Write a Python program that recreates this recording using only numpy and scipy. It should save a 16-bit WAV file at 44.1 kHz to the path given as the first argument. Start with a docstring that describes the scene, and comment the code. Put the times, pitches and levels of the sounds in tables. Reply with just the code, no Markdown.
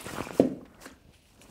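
"""Mop in a plastic bucket

A hand works a mop head and its cloth in a plastic bucket, close to the microphone, in a quiet room.
The cloth rustles, with short scratches and ticks. The plastic slips with dull pops.
One blow sets off a low, ringing boom, which swells again several times as it fades."""
import sys
import numpy as np
from scipy import signal
from scipy.fft import rfft, irfft
from scipy.io import wavfile
from scipy.ndimage import uniform_filter1d

SR = 44100
rng = np.random.default_rng(int(sys.argv[2]) if len(sys.argv) > 2 else 0)


def inscribe(sig):
    """Save sig as 16-bit PCM at rate SR to the path in sys.argv[1].

    A 1-D sig is mono; a 2-D sig holds one channel per row.
    Samples are clipped to [-1, 1] before scaling.
    """
    pcm = np.round(np.clip(np.atleast_2d(sig).T, -1, 1) * 32767)
    wavfile.write(sys.argv[1], SR, pcm.astype(np.int16))


N = 66150

# cloth band levels: (time [s], low [dB], low mid [dB], mid [dB], treble [dB], top [dB])
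RUSTLE_LEVELS = [(0, -49, -46, -46.5, -68, -51.5), (0.037, -51.5, -56.5, -53.5, -80, -53.5),
                 (0.077, -43.5, -44, -48, -52, -53), (.12, -45.5, -47, -50.5, -51, -48.5),
                 (0.192, -46, -43.5, -48.5, -59, -50.5), (0.239, -59.5, -49, -55.5, -49, -56.5),
                 (.30, -59, -53.5, -55.5, -58, -74), (0.346, -40.5, -51, -53, -57, -48.5),
                 (0.394, -55.5, -50.5, -57.5, -48.5, -49), (0.424, -38, -44.5, -54.5, -56.5, -87),
                 (.50, -67, -63, -74, -69, -73), (.59, -55, -73, -89, -78, -79),
                 (.70, -60, -64, -89, -80, -74), (0.793, -55.5, -63, -79, -74, -76),
                 (0.817, -52.5, -58, -68, -55.5, -58), (0.86, -54.5, -51, -56, -56, -50.5),
                 (0.883, -61, -52.5, -60.5, -61, -92), (0.932, -60, -65.5, -70, -70, -83),
                 (1.0, -68.5, -75, -78, -77.5, -110), (1.12, -60.5, -87, -70.5, -79.5, -78),
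                 (1.14, -60.5, -77, -61, -70, -73.5), (1.21, -68, -85, -70, -78.5, -78.5),
                 (1.289, -67.5, -74, -67.5, -70, -70.5), (1.40, -56, -72, -77, -69, -84),
                 (1.422, -58.5, -66, -67, -56, -62.5), (1.455, -58.5, -62, -66.5, -70, -67),
                 (1.5, -56, -68, -67, -64, -66)]
# spectral shape of each cloth band: (frequency [Hz], relative density [dB])
LOW_SHAPE = [(40, -9), (80, -0.5), (150, 6), (215, 0), (265, 6.5), (330, -2.5), (500, 2), (900, -3)]
LOW_MID_SHAPE = [(500, -4.5), (1050, 5.5), (1250, 2), (1430, 4.5), (1670, -2), (1900, 1), (2500, -7)]
MID_SHAPE = [(1500, -2.5), (2450, 3.5), (2800, 4.5), (3300, -0.5), (5000, -1.5)]
TREBLE_SHAPE = [(3500, 0.52), (5500, 2), (6500, 0), (8500, 0), (10000, -2)]
TOP_SHAPE = [(8000, 6), (10000, -0.5), (12800, -5), (14500, -4), (15200, -7.5), (15800, 0)]
# room hiss: (frequency [Hz], relative density [dB])
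FLOOR_SHAPE = [(12, -40), (20, -2.5), (352, -5), (1870, -13.5), (2470, -8), (4570, -11.5), (7970, -19.5),
               (9690, -17), (15600, -15.5)]
# scratches and ticks: (time [s], level [dB], centre [Hz], width [Hz], decay [ms])
SCRATCH_EVENTS = [(.008, -42.5, 10050, 3700, 10), (.025, -52, 10000, 5000, 8),
                  (0.042, -44.5, 9300, 4000, 7.4), (.060, -45, 8700, 1500, 5.7),
                  (0.068, -41.5, 7500, 2500, 3.2), (0.077, -44.5, 1410, 148, 37),
                  (0.083, -44.5, 1860, 150, 23), (.167, -44.5, 1060, 300, 5.1),
                  (0.216, -35.5, 2400, 405, 3.2), (0.227, -33.5, 926, 300, 1.7), (.252, -44, 2470, 300, 20),
                  (.287, -39.5, 1510, 397, 7.2), (.396, -38.5, 2320, 3100, 11.5),
                  (0.459, -59.5, 9200, 1500, 4.4), (0.611, -53.5, 1020, 586, 8.6),
                  (0.653, -55, 1850, 2520, 13), (.745, -57.5, 2750, 1200, 4.4), (.818, -54, 2730, 773, 7.2),
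                  (.834, -45, 1300, 614, 3.7), (0.857, -37.5, 1630, 890, 5.6),
                  (0.8629, -48, 1720, 1500, 3.4), (0.861, -51.5, 4280, 780, 11),
                  (.888, -76, 9000, 5000, 2.3), (0.915, -59, 6650, 1500, 5.5), (0.901, -54, 3260, 605, 3.1),
                  (1.13, -73, 9900, 1467, 89), (1.22, -76, 10000, 1200, 130),
                  (1.255, -63.5, 2500, 1395, 2.5), (1.376, -61, 3470, 2940, 2.7),
                  (1.4154, -46, 2500, 1980, 3), (1.416, -51.5, 7950, 12200, 1.1),
                  (1.438, -53.5, 7800, 4000, 3)]
# plastic slips: (time [s], level [dB], rise [ms], time to back swing [ms], polarity [+/-1])
SLIP_POPS = [(.0653, -27, .5, 1.5, -1), (.1155, -33, .5, 1.8, -1), (.1363, -27, .25, 1.1, 1),
             (.1568, -27, .2, .9, 1), (.1850, -21, .3, .9, 1), (.2062, -16.5, .2, .8, 1),
             (.2706, -24.5, .25, .8, 1), (.3073, -21.5, .18, .6, 1), (.2150, -33, 1.5, 4, -1),
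             (1.0515, -45, 1.9, 5, -1), (1.0720, -48, 1.2, 3.5, 1), (1.0900, -44, 1.1, 4, -1)]
# blow, then softer swells and a faint late knock:
# (time [s], level [dB], contact [ms], thud re level [dB])
BOOM_PULSES = [(.3993, -2, 1.0, -.8), (.4205, -17, 1.1, -14), (.4485, -8, 1.2, -12), (.4750, -15, 1.5, -24),
               (.5150, -19, 1.6, -24), (.5540, -20, 1.6, -24), (.6080, -28, 1.5, -24),
               (.6500, -32, 1.5, -24), (.8625, -30, 1.1, -5), (.9060, -32, 1.6, -24)]
# low resonances of the boom after the knock: (frequency [Hz], level [dB], T60 [s], polarity [+/-1])
BOOM_MODES = [(131.4, -33, 0.1, -1), (165.7, -35.5, 0.42, 1), (190.4, -24, .25, -1), (221, -28, 0.22, 1),
              (255.3, -18, 0.17, 1), (269.2, -15.5, 0.17, 1), (306.4, -14.5, 0.088, 1), (363, -25, .15, -1),
              (419.5, -28.5, 0.15, 1), (417, -35.5, 0.067, -1), (469.4, -34, .25, 1), (536, -31, 0.1, -1),
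              (646, -17.5, .08, 1), (626, -30.5, .2, -1)]
# room decay: (frequency [Hz], T60 [s])
ROOM_T60 = [(100, 0.59), (300, 0.46), (800, 0.39), (3000, 0.64), (12000, .2)]

CROSSOVERS_HZ = 750, 2000, 4500, 9000
PATCHY_DB, FLICKER_DB = (1.9, 3.5, 1.6, 2.4, 1.8), (0.97, 2.1, 0.8, 1.6, 0.77)  # rms, per cloth band
FRAMES = N // 128 + 5


def gain(db):
    return 10 ** (np.asarray(db) / 20)


def unit_rms(x):
    return x / np.sqrt(np.mean(x ** 2) + 1e-20)


def curve_at(points, hz):
    knots_hz, values = np.transpose(points)
    return np.interp(np.log(hz + 1), np.log(knots_hz + 1), values)


def add(mix, start_s, sound):
    part = mix[round(start_s * SR):][:len(sound)]
    part += sound[:len(part)]


def high_pass(x, hz, order):
    return signal.sosfilt(signal.butter(order, hz, "high", fs=SR, output="sos"), x)


def band_noise(shape, low_hz, high_hz, patchy_db, flicker_db=0):
    """Unit-rms shaped noise with random time-frequency patches and a level offset per frame."""
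    hz = np.fft.rfftfreq(512, 1 / SR)
    real, imag, patches = rng.standard_normal((FRAMES, 257, 3)).T
    patches = uniform_filter1d(patches, size=7, axis=0)
    patches = unit_rms(uniform_filter1d(patches, size=5, axis=1))
    band = 1 / np.sqrt((1 + (low_hz / (hz + 1)) ** 6) * (1 + (hz / high_hz) ** 6))
    level_db = curve_at(shape, hz)[:, None] + patchy_db * patches + flicker_db
    spectra = (real + 1j * imag) * band[:, None] * gain(level_db)
    return unit_rms(signal.istft(spectra, nperseg=512, noverlap=384)[1][:N])


def cloth_rustle():
    """Rubbed cloth: five noise bands with separate envelopes and one shared flicker."""
    out, t = np.zeros(N), np.arange(N) / SR
    times_s, *levels_db = np.transpose(RUSTLE_LEVELS)
    edges_hz = [1, *CROSSOVERS_HZ, SR]
    flicker = unit_rms(uniform_filter1d(rng.standard_normal(FRAMES), size=2))
    for k, shape in enumerate([LOW_SHAPE, LOW_MID_SHAPE, MID_SHAPE, TREBLE_SHAPE, TOP_SHAPE]):
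        noise = band_noise(shape, edges_hz[k], edges_hz[k + 1], PATCHY_DB[k], FLICKER_DB[k] * flicker)
        out += gain(np.interp(t, times_s, levels_db[k])) * noise
    return out


def room_noise(hiss_db=-73, rumble_db=-63, rumble_hz=(34, 90)):
    """Quiet room: faint broadband hiss and low rumble."""
    hiss = band_noise(FLOOR_SHAPE, low_hz=0.77, high_hz=SR, patchy_db=0.58)
    band_pass = signal.butter(2, rumble_hz, "band", fs=SR, output="sos")
    rumble = unit_rms(signal.sosfilt(band_pass, rng.standard_normal(N)))
    return gain(hiss_db) * hiss + gain(rumble_db) * rumble


def scratches(rise_fraction=0.097, size=8192):
    """Noise puffs around one pitch each: fast rise, Gaussian decay."""
    out, t_ms = np.zeros(N), np.arange(size) * 1000 / SR
    hz = np.fft.rfftfreq(size, 1 / SR)
    for start_s, db, centre_hz, width_hz, decay_ms in SCRATCH_EVENTS:
        age = t_ms / decay_ms
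        envelope = np.minimum(age / rise_fraction, 1) * np.exp(-age ** 2)
        band = 1 / (1 + (2 * (hz - centre_hz) / width_hz) ** 2)
        puff = envelope * irfft(rfft(rng.standard_normal(size)) * band)
        add(out, start_s, gain(db) * puff * np.linalg.norm(envelope) / np.linalg.norm(puff))
    return out


def plastic_pops(decay_ratio=2.4):
    """Slipping plastic: a sharp rise, then a slowing swing that dies without ringing."""
    out, t_ms = np.zeros(N), np.arange(-300, 1700) * 1000 / SR
    for peak_s, db, rise_ms, swing_ms, polarity in SLIP_POPS:
        rise = np.exp(-(np.minimum(t_ms, 0) / rise_ms) ** 2)
        age = np.maximum(t_ms, 0) / swing_ms
        swing = np.exp(-age / decay_ratio) * np.cos(np.pi * np.sqrt(age))
        add(out, peak_s + t_ms[0] / 1000, polarity * gain(db) * rise * swing)
    dulled = uniform_filter1d(out, size=8)
    return high_pass(dulled, hz=50, order=2)


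def bucket_boom(thud_hz=445, ring_lag_s=0.0022, ring_rise_s=0.00088):
    """Each pulse: a short thud, then a smooth push that excites the low resonances."""
    out, t = np.zeros(N), np.arange(SR // 2) / SR
    ring = sum(polarity * gain(db - 60 * t / t60_s) * np.sin(2 * np.pi * hz * t)
               for hz, db, t60_s, polarity in BOOM_MODES)
    ring = high_pass(ring * np.minimum(t / ring_rise_s, 1), hz=110, order=3)
    offset_s = np.arange(-220, 220) / SR
    for pulse_s, db, contact_ms, thud_db in BOOM_PULSES:
        start_s = pulse_s + offset_s[0]
        contact_phase = offset_s * 1000 / contact_ms
        thud = -np.exp(-0.5 * contact_phase ** 2) * np.sin(2 * np.pi * thud_hz * offset_s)
        add(out, start_s, gain(db + thud_db) * thud)
        push = np.exp(-0.5 * (2.5 * contact_phase) ** 2)
        add(out, start_s + ring_lag_s, gain(db) * np.convolve(push / push.sum(), ring))
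    return out


def room_reverb(x):
    """Sparse reflections of random sign; each frequency decays at its own T60."""
    taps, slots = np.zeros(SR), np.arange(200, SR - 20, 20)
    taps[slots + rng.integers(0, 20, len(slots))] = rng.choice([-1., 1.], len(slots))
    hz, t, spectra = signal.stft(taps, SR, nperseg=256)
    decay = gain(-60 * t / curve_at(ROOM_T60, hz)[:, None])
    tail = signal.istft(spectra * decay, SR, nperseg=256)[1]
    return signal.fftconvolve(x, tail / np.linalg.norm(tail))[:N]


def scene(handling_send_db=-12, boom_send_db=-10.5):
    """Scratches, pops and boom with reverb, over dry rustle and room noise. Mono."""
    handling = scratches() + plastic_pops()
    boom = bucket_boom()
    background = room_noise()
    reverb = room_reverb(gain(handling_send_db) * handling + gain(boom_send_db) * boom)
    return (cloth_rustle() + background + handling + boom + reverb)[None]


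def record(dry, bass_cut_hz=33, band_limit_hz=15720):
    """Microphone bass cut and band limit."""
    low_pass = signal.firwin(1023, band_limit_hz, window=("kaiser", 9), fs=SR)
    return signal.oaconvolve(high_pass(dry, bass_cut_hz, order=3), low_pass[None], "same")


dry = scene()
out = record(dry)
inscribe(out)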